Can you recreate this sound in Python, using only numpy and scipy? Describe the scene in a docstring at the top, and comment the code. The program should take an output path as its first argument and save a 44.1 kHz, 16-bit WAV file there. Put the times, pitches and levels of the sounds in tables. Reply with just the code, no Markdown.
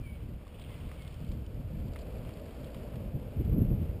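"""Skate wheels roll on asphalt while wind buffets the microphone, with one strong gust near the end.
The wheels hum and rasp on the road grain, crackle and tick over grit and seams,
scuff sideways for a moment and squeak faintly three times.
The recorder samples slowly and holds each sample, mirroring the sound thinly into the treble."""
import sys
import numpy as np
from scipy import signal
from scipy.fft import rfft, irfft
from scipy.io import wavfile
from scipy.ndimage import uniform_filter1d

SR = 44100
rng = np.random.default_rng(int(sys.argv[2]) if len(sys.argv) > 2 else 0)


def waveform_to_disk(signal):
    """Save audio, clipped to [-1, 1], as 16-bit WAV at the path in sys.argv[1]."""
    frames = np.transpose(np.atleast_2d(signal))
    scaled = np.clip(frames, -1, 1) * 32767
    samples = np.round(scaled).astype(np.int16)
    wavfile.write(sys.argv[1], SR, samples)


N = 4 * SR

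# All table levels are relative.
# wheels on road grain (time [s], hum level [dB], rasp level [dB])
ROLL_LEVELS = [(0, -59.5, -62), (.45, -55.5, -64.5), (.8, -54, -59), (1.1, -54.5, -60.5), (1.4, -54, -63.5),
               (1.75, -52, -63), (2.1, -47, -59.5), (2.5, -48, -60.5), (2.8, -45.5, -59), (3.15, -48, -62),
               (3.5, -49.5, -61.5), (4, -47, -62.5)]
# wheel hum (frequency [Hz], density [dB])
HUM_SPECTRUM = [(100, -5.5), (220, 2), (370, -5), (480, -0.5), (610, -2.5), (760, -14.5), (1100, -24.5),
                (2000, -41)]
# road rasp (frequency [Hz], density [dB])
RASP_SPECTRUM = [(500, -0.5), (1000, -0.5), (1400, -2.5), (1900, -6), (2400, -3), (3200, -5.5), (3900, -13),
                 (4700, -12), (5500, -15.5)]
# wind pressure on the microphone (time [s], level [dB])
GUST_LEVELS = [(0, -35), (.04, -43.5), (.2, -41.5), (.28, -40), (.37, -40.5), (.4, -49.5), (.6, -46.5),
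               (.74, -42), (.78, -46.5), (.86, -38), (.92, -45.5), (1.08, -43), (1.15, -44.5), (1.31, -35),
               (1.42, -40.5), (1.52, -43), (1.57, -37.5), (1.66, -40), (1.89, -35), (1.94, -43.5),
               (2.24, -40), (2.35, -46), (2.56, -47), (2.61, -40.5), (2.66, -45), (2.9, -43.5), (3.03, -37),
               (3.12, -42), (3.155, -33), (3.18, -39.5), (3.33, -44.5), (3.41, -27), (3.445, -33.5),
               (3.53, -26.5), (3.61, -24.5), (3.68, -31.5), (3.72, -23.5), (3.76, -34), (3.83, -30.5),
               (3.87, -41), (3.91, -31), (4, -46)]
# buffeting (frequency [Hz], density [dB])
WIND_SPECTRUM = [(20, -6), (35, -2), (60, 1.5), (100, -2), (160, -5), (280, -17.5), (450, -28), (800, -51),
                 (2000, -50)]
# fine grit under the wheels (time [s], level [dB])
GRIT_LEVELS = [(0, -81), (.45, -88), (.7, -77), (1.3, -74.5), (1.45, -77), (1.75, -81), (1.95, -70.5),
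               (2.85, -76), (3.1, -97), (4, -84)]
# grit crackle (frequency [Hz], density [dB])
GRIT_SPECTRUM = [(1500, -16), (2600, -4), (3700, -7.5), (4700, 5), (5600, -17)]
# wheel squeaks (start [s], length [s], starting pitch [Hz], level [dB])
SQUEAK_EVENTS = [(.015, .18, 2480, -53.5), (.675, .14, 2230, -61), (.955, .17, 2370, -59.5)]
# squeak partials (pitch ratio [1], level [dB])
SQUEAK_PARTIALS = [(1, 0), (1.345, -13)]
# sideways sliding (time [s], level [dB])
SCUFF_LEVELS = [(0, -96), (.15, -70), (.3, -105), (.5, -74), (.6, -64), (.76, -62.5), (.86, -71.5),
                (1.04, -65), (1.18, -74), (1.3, -66.5), (1.45, -87), (4, -97)]
# sliding hiss (frequency [Hz], density [dB])
SCUFF_SPECTRUM = [(800, -12), (1700, -16), (2300, 2), (2850, 7), (3300, 7), (3700, -4.5), (4800, -17),
                  (5600, -23)]
# hits on stones and seams (time [s], knock level [dB], tick level [dB])
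IMPACTS = [(0.468, -47, -55), (.479, -48, -56), (0.596, -47, -45), (0.622, -63, -45), (0.693, -53, -51),
           (0.704, -43.5, -60), (0.915, -41, -63), (1.021, -47, -44.5), (1.048, -65, -47),
           (1.077, -67, -41.5), (1.142, -67, -44.5), (1.247, -56, -47.5), (1.317, -50, -45),
           (1.463, -56, -45.5), (1.935, -45, -52), (1.96, -37, -52), (1.964, -61, -46), (1.989, -57, -43),
           (2.25, -47, -47), (2.291, -41, -58), (2.372, -51, -49), (2.508, -51, -49.5), (2.597, -52, -56),
           (2.644, -67, -45.5), (2.702, -59, -51), (2.745, -43, -42.5), (2.957, -46, -47),
           (3.448, -55, -50)]
# dull wheel knock (frequency [Hz], density [dB])
KNOCK_SPECTRUM = [(300, -26), (600, -1.5), (1100, 8.5), (1500, -12), (2100, 6), (3000, -13), (5000, -14)]
# bright tick (frequency [Hz], density [dB])
TICK_SPECTRUM = [(1000, -20), (2200, -46), (3100, 26), (3900, 15.5), (4700, 12), (5600, 8.5)]


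def from_db(db):
    """Decibels to gain."""
    return 10 ** (np.asarray(db) / 20)


def unit_rms(x):
    """Scale to RMS 1."""
    return x / np.sqrt(np.mean(x ** 2) + 1e-20)


def per_sample(table):
    """Each level column, interpolated to every sample."""
    times_s, *columns = np.transpose(table)
    return [np.interp(np.arange(N) / SR, times_s, column) for column in columns]


def density_db(spectrum, hz):
    """Read a spectrum on a log-frequency axis."""
    points_hz, points_db = np.transpose(spectrum)
    return np.interp(np.log(np.maximum(hz, 1)), np.log(points_hz), points_db)


def coloured(x, spectrum):
    """Filter by a spectrum, rolled off beyond its ends; RMS 1."""
    hz = np.arange(N // 2 + 1) * SR / N
    low_skirt = 1 / (1 + (spectrum[0][0] / 2 / (hz + 1)) ** 2)
    high_skirt = 1 / (1 + (hz / 2 / spectrum[-1][0]) ** 2)
    gain = from_db(density_db(spectrum, hz)) * low_skirt * high_skirt
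    return unit_rms(irfft(rfft(x) * gain, N))


def noise(spectrum):
    """Coloured noise; RMS 1."""
    return coloured(rng.standard_normal(N), spectrum)


def drift(corner_hz):
    """Low-passed random wander; RMS 1."""
    hz = np.arange(N // 2 + 1) * SR / N
    return unit_rms(irfft(rfft(rng.standard_normal(N)) / (1 + (hz / corner_hz) ** 2), N))


def decay(hits, t60_s):
    """Give each impulse an exponential tail."""
    return signal.lfilter([1], [1, -from_db(-60 / (t60_s * SR))], hits + 1e-18)


def rolling(grains_per_s=900, spread_db=1.5):
    """Countless tiny impacts on the asphalt grain make the wheels hum and rasp."""
    hum_db, rasp_db = per_sample(ROLL_LEVELS)
    sizes = from_db(spread_db * np.minimum(rng.exponential(1, N), 5))
    signs = rng.choice([-1, 1], N)
    hits = sizes * signs * (rng.random(N) < grains_per_s / SR)
    texture = from_db(-7) * coloured(hits, RASP_SPECTRUM) + from_db(-.5) * noise(RASP_SPECTRUM)
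    hum = from_db(hum_db + 1.03 * drift(45)) * noise(HUM_SPECTRUM)
    rasp = from_db(rasp_db + .88 * drift(28)) * texture
    return hum + rasp


def wind(knee_hz=134, neutral_gust_db=-32.5, flutter_db=1.5, skew=.029, gain_db=1.5):
    """Eddies on the microphone, in half-octave bands; stronger gusts are louder and brighter."""
    gust_db, = per_sample(GUST_LEVELS)
    tilt_db_per_octave = .24 * (gust_db - neutral_gust_db)
    edges_hz = 20 * 2 ** np.arange(0, 7, .5)
    flutter = drift(30)
    eddies = np.zeros(N)
    for low_hz, high_hz in zip(edges_hz, edges_hz[1:]):
        centre_hz = np.sqrt(low_hz * high_hz)
        bandpass = signal.butter(2, [low_hz, high_hz], "band", fs=SR, output="sos")
        band = signal.sosfilt(bandpass, rng.standard_normal(N + SR))[SR:]
        gain = from_db(density_db(WIND_SPECTRUM, centre_hz)) * np.sqrt(high_hz - low_hz)
        octaves = np.clip(np.log2(centre_hz / knee_hz), -1, 1.3)
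        eddies += gain * unit_rms(band) * from_db(tilt_db_per_octave * octaves + flutter_db * flutter)
    eddies = signal.sosfilt(signal.butter(2, 700, fs=SR, output="sos"), eddies)
    steady = eddies / np.sqrt(uniform_filter1d(eddies ** 2, size=4000) + 1e-12)
    skewed = steady + skew * (steady ** 2 - 1)  # peaks sharper than troughs
    pressure = skewed * from_db(gust_db + gain_db)
    return signal.sosfilt(signal.butter(2, 24, "high", fs=SR, output="sos"), pressure)


def grit(cracks_per_s=300, spread_db=2):
    """Small stones crack under the wheels at random."""
    level_db, = per_sample(GRIT_LEVELS)
    sizes = from_db(spread_db * np.minimum(rng.exponential(1, N), 3))
    hits = sizes * (rng.random(N) < cracks_per_s / SR)
    return from_db(level_db) * unit_rms(decay(hits, t60_s=.014)) * noise(GRIT_SPECTRUM)


def squeaks(sag_share=.102, sag_s=.042, jitter_hz=30.4, peak_share=.24, flutter_db=1.5):
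    """Thin, unsteady wheel whistles that swell, sag in pitch and fade."""
    out = np.zeros(N)
    for start_s, length_s, start_hz, level_db in SQUEAK_EVENTS:
        age_s = np.clip(np.arange(N) / SR - start_s, 0, length_s)
        pitch_hz = start_hz * (1 - sag_share * (1 - np.exp(-age_s / sag_s)))
        swell = np.interp(age_s / length_s, [0, peak_share, 1], [0, 1, 0])
        for ratio, partial_db in SQUEAK_PARTIALS:
            partial_hz = ratio * (pitch_hz + jitter_hz * drift(130))
            phase = 2 * np.pi * np.cumsum(partial_hz) / SR
            out += from_db(level_db + partial_db + flutter_db * drift(60)) * swell * np.sin(phase)
    return out


def scuffing(roughness_db=4.3, roughness_hz=110):
    """Wheels slide sideways on the road with a rough hiss."""
    level_db, = per_sample(SCUFF_LEVELS)
    return from_db(level_db + roughness_db * drift(roughness_hz)) * noise(SCUFF_SPECTRUM)


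def bursts(times_s, levels_db, spectrum, t60_s):
    """Noise bursts with a sudden onset and exponential decay."""
    hits = np.zeros(N)
    hits[(times_s * SR).astype(int)] = from_db(levels_db)
    crunch = noise(spectrum)
    steady = crunch / np.sqrt(uniform_filter1d(crunch ** 2, size=130) + 1e-9)
    return decay(hits, t60_s) * steady


def impacts():
    """Each stone or seam gives a dull wheel knock and a bright tick."""
    times_s, knock_db, tick_db = np.transpose(IMPACTS)
    knocks = bursts(times_s, knock_db - 5, KNOCK_SPECTRUM, t60_s=.024)
    ticks = bursts(times_s, tick_db - 8, TICK_SPECTRUM, t60_s=.022)
    return knocks + ticks


def scene():
    """Wheels and wind at one microphone in open air."""
    return (rolling() + wind() + grit() + squeaks() + scuffing() + impacts())[None]


def record(dry, input_edge_hz=5523, hold_rate_hz=12000, output_edge_hz=15400):
    """Band-limit, sample slowly and hold; the steps add treble images, whose top is cut."""
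    narrow = signal.sosfilt(signal.cheby1(10, .2, input_edge_hz, fs=SR, output="sos"), dry)
    slow = signal.resample(narrow, N * hold_rate_hz // SR, axis=1)
    held = signal.resample(np.repeat(slow, 4, axis=1), N, axis=1)
    return signal.sosfilt(signal.ellip(10, .2, 70, output_edge_hz, fs=SR, output="sos"), held)


dry = scene()
out = record(dry)
waveform_to_disk(out)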